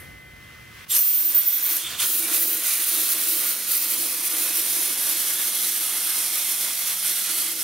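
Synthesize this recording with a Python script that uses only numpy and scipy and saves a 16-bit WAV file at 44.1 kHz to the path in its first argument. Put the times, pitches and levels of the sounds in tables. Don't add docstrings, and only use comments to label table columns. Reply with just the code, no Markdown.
import sys
import numpy as np
from scipy import signal
from scipy.fft import rfft, irfft, next_fast_len
from scipy.io import wavfile
from scipy.ndimage import uniform_filter1d, map_coordinates

SR = 44100
rng = np.random.default_rng(int(sys.argv[2]) if len(sys.argv) > 2 else 0)


def inscribe(sig):
    pcm = np.round(np.clip(np.atleast_2d(sig).T, -1, 1) * 32767)
    wavfile.write(sys.argv[1], SR, pcm.astype(np.int16))


N = 336483

# f/Hz, relative level/dB
SAND_SPECTRUM = [(4000, -31), (7300, -18), (8400, -4.5), (9600, 0.5), (11500, 0), (12900, -2), (13500, -10),
                 (16000, -12.5)]
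# f/Hz, relative level/dB
FIZZ_SPECTRUM = [(9000, -41), (12000, 0), (13300, -2.5), (14200, 3), (15000, 0), (15800, -1)]
# f/Hz, relative level/dB
RUMBLE_SPECTRUM = [(20, -28), (38, -21), (52, 1), (130, 2.5), (170, -3), (230, -6.5), (450, -10.5),
                   (900, -19), (3000, -38)]
# t/s, relative level/dB
TREBLE_LEVEL = [(0.91, -26), (0.94, -26), (1.0, -20.5), (1.3, -22), (1.32, -21), (1.36, -18.5), (1.47, -23),
                (1.77, -24.5), (1.81, -37), (1.97, -41), (2.01, -26), (2.16, -20), (2.26, -30),
                (2.39, -20.5), (2.54, -20), (2.59, -27.5), (3.44, -23), (3.64, -30), (3.72, -22.5),
                (4.2, -29.5), (4.35, -27.5), (7.63, -33.5)]
# t/s, length/s, rise of the roar/dB
ROAR_GUSTS = [(1.36, 0.055, 4), (1.72, 0.16, 2.5), (1.93, 0.096, 11), (2.028, 0.052, 9.5), (2.31, 0.092, 5),
              (2.73, 0.17, 2.5), (7.28, .08, 4.5)]
# t/s, relative ring level/dB
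FACE_LEVEL = [(0.9, -72), (1.55, -38.5), (2.2, -61), (3.3, -65), (4.2, -42.5), (6.6, -39), (7.63, -40.5)]
# f/Hz, likeness (0 to 1)
DIFFUSE_LIKENESS = [(60, 0.91), (150, .7), (350, 0.14), (900, 0.22), (2000, 0.71), (3000, 0.63), (4500, .5),
                    (6000, .25), (9000, .8), (15000, 0.95)]

OPEN_S, OPENING_S = 0.875, 0.034
PLUG_S, CLEAR_S = 1.82, 2.03


def blast():
    # t/s, sizzle level/dB
    feed = [(0.91, -33), (0.96, -20.5), (1.02, -31), (1.53, -35), (1.77, -29.5), (1.88, -39.5),
            (1.97, -42.5), (2.01, -23.5), (2.05, -25), (2.26, -29.5), (2.37, -23.5), (2.41, -28.5),
            (2.61, -29), (2.72, -24.5), (2.78, -27.5), (2.93, -25), (3.51, -27.5), (3.58, -31.5),
            (3.74, -24), (3.79, -28), (4.03, -27), (4.17, -29.5), (4.35, -26), (6.65, -27), (6.79, -30.5),
            (6.92, -26), (6.97, -32), (7.07, -24), (7.2, -29.5), (7.37, -25), (7.55, -32), (7.63, -29)]
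    # f/Hz, relative level/dB
    roar_spectrum = [(60, -41), (200, -14), (420, -11), (600, -8.5), (800, -7), (920, -8), (1150, -2.5),
                     (1600, -6), (2000, -1.5), (2700, -1.5), (4000, -2.5), (7000, -27.5)]
    # f/Hz, relative level/dB
    air_spectrum = [(300, -31), (1500, -12), (3000, -2), (4200, 0.5), (6300, 1.5), (7400, -0.5),
                    (9000, -0.5), (12000, -27), (16000, -43)]
    # f/Hz, width/Hz, relative level/dB
    drum_modes = [(1270, 100, -5.5), (1430, 99, -2.5), (1653, 51, -3.5), (1873, 50, 1), (2180, 36, -1),
                  (2440, 200, -0.5), (3310, 450, -2.5), (5820, 360, -3)]
    # f/Hz, width/Hz, relative level/dB
    face_modes = [(740, 130, -5.5), (2100, 96, 4.5), (3255, 80, 5.5), (3470, 100, 6), (5660, 240, 3),
                  (9680, 140, -1), (12000, 180, -10), (12950, 200, 2.5)]

    feed_db = curves(feed)[0] + 27
    gust_db = swells(ROAR_GUSTS)
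    ring_db = curves(FACE_LEVEL)[0]
    build_db = -6 * (1 - ramp(OPEN_S, 0.79))
    rush_db = 7 * np.exp(-since(OPEN_S) / 0.032)
    roar_db = -40.5 + 0.49 * feed_db + gust_db + build_db
    air_db = -32 + 0.67 * feed_db + 0.4 * gust_db + rush_db
    sand_db = -26 + feed_db
    clumps = 0.49 * wobble(14) + 0.98 * wobble(35) + 0.9 * wobble(140) + 0.28 * wobble(700)

    roar = amp(roar_db + 1.44 * wobble(25)) * heard(noise(), colour(roar_spectrum))
    drum_grains = impacts(rate=5000, spread_db=6.0)
    drum_db = (roar_db + air_db) / 2 - 7.0 + 0.56 * clumps
    drum = amp(drum_db) * heard(drum_grains, body(drum_modes))
    face_db = ring_db + 2.0 + 0.5 * feed_db + 0.34 * clumps
    face = amp(face_db) * heard(noise(), body(face_modes))
    air = amp(air_db + 0.59 * clumps) * heard(noise(), colour(air_spectrum))
    sand_grains = impacts(rate=20000, spread_db=4.0)
    sand = amp(sand_db + 0.76 * clumps) * heard(sand_grains, colour(SAND_SPECTRUM))
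    fizz_share = 1 - whistling()[2]
    fizz_gain = amp(curves(TREBLE_LEVEL)[0] + 0.2 + 1.4 * clumps) * np.sqrt(fizz_share)
    fizz_grains = impacts(rate=18000, spread_db=1.0)
    fizz = fizz_gain * heard(fizz_grains, colour(FIZZ_SPECTRUM))

    hiss = wander(roar + drum + air + sand + fizz, patchy_db=1.7)
    return echoes(hiss + face, strength=0.28, longest=.014, dull_hz=3520)


def impacts(rate, spread_db):
    struck = rng.random((2, N)) < rate / SR
    sizes = amp(spread_db * np.clip(noise(), -2, 2))
    return unit(struck * np.sign(noise()) * sizes)


def wander(x, patchy_db):
    bands = signal.stft(x, nperseg=1024)[2]
    field = rng.standard_normal(bands.shape[1:])
    quick = uniform_filter1d(uniform_filter1d(field, size=6, axis=0), size=14, axis=1)
    slow = uniform_filter1d(uniform_filter1d(field[::-1], size=3, axis=0), size=90, axis=1)
    patches_db = patchy_db * unit(unit(quick) + unit(slow))
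    return signal.istft(bands * amp(patches_db), nperseg=1024)[1][:, :N]


def echoes(x, strength, longest, dull_hz, count=12):
    delays = longest * (np.arange(count) + rng.uniform(.5, 1, count)) / count
    gains = strength * rng.choice([-1, 1], count) / np.sqrt(count)
    copies = np.zeros_like(x)
    for delay, gain in zip(delays, gains):
        copies += gain * np.pad(x, ((0, 0), (int(delay * SR), 0)))[:, :N]
    return x + filtered(copies, lambda hz: 1 / (1 + (hz / dull_hz) ** 2))


def shriek():
    # t/s, length/s, change/dB
    breaks = [(1.225, .022, -5), (1.312, 0.032, -15), (1.417, 0.041, -8), (1.582, 0.043, -7),
              (1.68, .03, -3)]
    hz, rough, share = whistling()
    breaks_db = np.zeros(N)
    for start, length, db in breaks:
        breaks_db += db * ramp(start, length / 2) * (1 - ramp(start + length, .003))
    flutter_db = 1.1 * wobble(30.4) + 1.4 * wobble(110) + 4.2 * rough * wobble(900)
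    jitter_hz = rough * (600 * wobble(1800) + 130 * wobble(120))
    phase = 2 * np.pi * np.cumsum(hz + jitter_hz) / SR
    level_db = curves(TREBLE_LEVEL)[0] + breaks_db + flutter_db + 1.5
    return amp(level_db) * np.sqrt(2 * share) * np.sin(phase)


def whistling():
    # t/s, f/Hz
    pitch = [(0.94, 12400), (0.975, 12970), (1.02, 14660), (1.29, 14600), (1.66, 14200), (1.79, 12500)]
    pure_hz, fray_hz, least_rough = 14800, 806, .13
    hz, = curves(pitch)
    rough = np.clip(least_rough + ((pure_hz - hz) / fray_hz) ** 2, 0, 1)
    locked = ramp(0.92, .04) * (1 - ramp(1.6, .21))
    share = locked * np.clip(1.1 - 0.55 * rough, 0, .985)
    return hz, rough, share


def squeals():
    # t/s, f/Hz, width/Hz, length/s, level/dB
    squeal_rows = [(0.914, 3395, 1000, .018, -31.5), (0.922, 7470, 350, .006, -22),
                   (0.911, 12650, 400, .009, -21), (0.916, 8640, 398, 0.012, -25),
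                   (0.937, 10000, 600, .007, -23), (0.958, 11900, 1300, .014, -26),
                   (0.964, 8600, 703, 0.016, -31), (0.987, 6230, 592, .03, -34.5),
                   (2.27, 2345, 258, 0.033, -40), (2.708, 2345, 320, 0.05, -39)]
    t = np.arange(N) / SR
    out = np.zeros(N)
    for start, hz, width_hz, length, db in squeal_rows:
        near = np.abs(t - start) < 4 * length
        u = t[near] - start
        knots = rng.standard_normal((2, int(8 * length * width_hz) + 4))
        a, b = (map_coordinates(k, [(u - u[0]) * width_hz]) for k in knots)
        band = a * np.sin(2 * np.pi * hz * u) + b * np.cos(2 * np.pi * hz * u)
        out[near] += amp(db) * np.exp(-(u / length) ** 2 / 2) * band
    return out


def choke():
    # t/s, rise/s, fall/s, level/dB
    spurts = [(.444, .002, .006, -51), (.835, .07, 0.0074, -54), (.912, .01, .05, -45),
              (1.875, 0.042, 0.02, -29), (1.94, 0.038, 0.049, -40), (2.0, .009, 0.015, -25)]
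    # f/Hz, width/Hz, relative level/dB
    hose_modes = [(1200, 120, -9), (2370, 280, -4.5), (3170, 160, 4.5), (3530, 110, 6), (8350, 600, -5)]
    t = np.arange(N) / SR
    level = np.zeros(N)
    for peak, rise, fall, db in spurts:
        level += amp(db) * np.exp(-np.maximum((peak - t) / rise, (t - peak) / fall))
    return level * amp(1.0 * wobble(120)) * heard(noise(), body(hose_modes))


def arch():
    # t/s, relative boom level/dB
    boom_level = [(0.93, -50.5), (1.15, -59), (1.32, -47.5), (1.47, -57.5), (1.81, -50.5), (1.99, -76),
                  (2.07, -46.5), (2.5, -41.5), (2.74, -62), (2.8, -46), (2.87, -54), (2.98, -41.5),
                  (3.09, -49), (3.39, -42.5), (3.6, -53.5), (4.06, -44.5), (4.29, -53), (4.33, -42),
                  (4.49, -50), (4.59, -45.5), (4.7, -50.5), (4.77, -43.5), (5.13, -49), (6.71, -55),
                  (7.01, -64), (7.11, -48), (7.2, -62), (7.31, -50), (7.61, -48.5), (7.63, -56)]
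    # f/Hz, width/Hz, relative level/dB
    arch_modes = [(278, 54, -7.5), (335, 31, 1), (510, 61, -10), (645, 33, -9.5), (777, 190, -18)]
    # f/Hz, width/Hz, relative level/dB
    panel_modes = [(118, 39, -6.5), (186, 33, 0), (215, 20, 3)]
    boom_db = curves(boom_level)[0] - .8 + 0.15 * swells(ROAR_GUSTS) + 1 * wobble(9)
    boom = amp(boom_db) * heard(noise(), body(arch_modes))
    panels = amp(-69.5 + 9 * ramp(PLUG_S, .22)) * heard(noise(), body(panel_modes))
    draught = amp(curves(FACE_LEVEL)[0] - 32.5) * heard(noise(), colour(RUMBLE_SPECTRUM))
    return ramp(OPEN_S, .06) * (boom + panels + draught)


def background():
    # f/Hz, relative level/dB
    whine_tones = [(732.1, -73), (1513, -63.5), (1561, -74), (1803, -63), (1852, -70), (1997, -68),
                   (2046, -50.5), (2390, -70), (3165, -68)]
    # f/Hz, width/Hz, relative level/dB
    casing_modes = [(1510, 65, -3), (3130, 91, 0), (5800, 300, -9)]
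    # f/Hz, relative level/dB
    murmur_spectrum = [(200, -14), (800, -11), (1100, 0), (1900, 2.5), (3100, -2.5), (4400, -7.5),
                       (5900, -9), (7200, -14), (16000, -15)]
    # t/s, relative level/dB
    murmur_level = [(0, -50), (.25, -56), (.5, -51), (.7, -51.5), (.79, -46.5), (.85, -46.5), (.9, -56)]
    # t/s, length/s, change/dB
    dip = [(.858, 0.012, -8)]

    t = np.arange(N) / SR
    whine_db, = curves([(0, 3), (0.6, 0), (0.84, 0), (0.86, -7)])
    turn = 0.87 * np.array([[.5], [-.5]])
    whine = np.zeros((2, N))
    for hz, db in whine_tones:
        whine += amp(db) * np.sqrt(2) * np.sin(2 * np.pi * hz * t + turn + .15 * wobble(12))
    breath = heard(noise(), colour(murmur_spectrum), DIFFUSE_LIKENESS)
    casing = heard(noise(), body(casing_modes), DIFFUSE_LIKENESS)
    murmur = amp(curves(murmur_level)[0] + 2.0) * (breath + amp(-14) * casing)
    thin = heard(noise(), colour(SAND_SPECTRUM), DIFFUSE_LIKENESS)
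    thin += amp(-5) * heard(noise(), colour(FIZZ_SPECTRUM), DIFFUSE_LIKENESS)
    hiss = (amp(-65.5) + amp(-47) * np.exp(-t / .035)) * thin
    before = 1 - ramp(OPEN_S + OPENING_S, 0.04)
    return amp(swells(dip)) * (before * (amp(whine_db) * whine + murmur + hiss) + rumble())


def rumble():
    off = 1 - ramp(OPEN_S, 0.069)
    plugged = ramp(PLUG_S, .04) * (1 - ramp(CLEAR_S, .04))
    off_db = -50.5 + 4 * (1 - ramp(.05, 0.18))
    gain = amp(off_db) * off + amp(-52.5) * plugged + amp(-89)
    return gain * heard(noise(), colour(RUMBLE_SPECTRUM), DIFFUSE_LIKENESS)


def heard(pair, response, likeness=None):
    # f/Hz, likeness (0 to 1)
    close_likeness = [(60, 0.69), (200, 0.99), (1200, 0.96), (3000, 1), (4000, 0.68), (5900, 0.68),
                      (6800, 0.54), (8000, 0.78), (9300, 0.85), (12000, 1), (15000, 1)]
    if likeness is None:
        likeness = close_likeness

    def split(hz):
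        turn = np.arccos(np.clip(along(likeness, hz), -1, 1)) / 2
        return response(hz) * np.array([np.cos(turn), np.sin(turn)])
    mid, side = filtered(pair, split)
    return unit(np.array([mid + side, mid - side]))


def body(modes):
    def response(f):
        total = 0
        for k, (centre, width, db) in enumerate(modes):
            damping = 1j * f * width
            total = total + (-1) ** k * amp(db) * damping / (centre * centre - f * f + damping)
        return total
    return response


def colour(points):
    return lambda hz: amp(along(points, hz))


def filtered(x, response):
    m = next_fast_len(N + 8192)
    return irfft(rfft(x, m) * response(np.fft.rfftfreq(m, 1 / SR)), m)[..., :N]


def noise():
    return rng.standard_normal((2, N))


def wobble(rate):
    knots = rng.standard_normal(int(N * rate / SR) + 4)
    return map_coordinates(knots, [np.arange(N) * rate / SR])


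def curves(rows):
    s, *cols = np.transpose(rows)
    return [np.interp(np.arange(N) / SR, s, c) for c in cols]


def swells(rows):
    t = np.arange(N) / SR
    return sum(db * np.exp2(-np.abs(2 * (t - s) / length) ** 3) for s, length, db in rows)


def ramp(start, length):
    return np.clip((np.arange(N) / SR - start) / length, 0, 1)


def since(start):
    return np.maximum(np.arange(N) / SR - start, 0)


def along(points, hz):
    f, v = np.transpose(points)
    return np.interp(np.log(hz + 1), np.log(f + 1), v)


def amp(db):
    return 10 ** (np.asarray(db) / 20)


def unit(x):
    return x / np.sqrt(np.mean(x ** 2) + 1e-20)


def scene():
    # f/Hz, level/dB
    balance = [(90, 0), (330, -4.5), (700, -3.5), (1800, -1), (3000, -1), (4200, -2.5), (7200, -7.5),
               (9300, -2.5), (10800, -2.2), (11700, -1.5), (13300, 2.5), (14200, -4.5), (15500, 0)]
    # f/Hz, phase/rad
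    lead = [(3000, -0.047), (4500, -0.25), (6200, -1.05), (7400, 0.92), (9300, 0)]

    def ports(hz):
        half = amp(along(balance, hz) / 2) * np.exp(.5j * along(lead, hz))
        return np.array([half, 1 / half])
    valve = ramp(OPEN_S, OPENING_S) ** 2
    jet = valve * (blast() + squeals()) + choke() + arch() + shriek()
    return filtered(jet, ports) + background()


def record(dry):
    return filtered(dry, lambda hz: hz < 15760)


dry = scene()
out = record(dry)
inscribe(out)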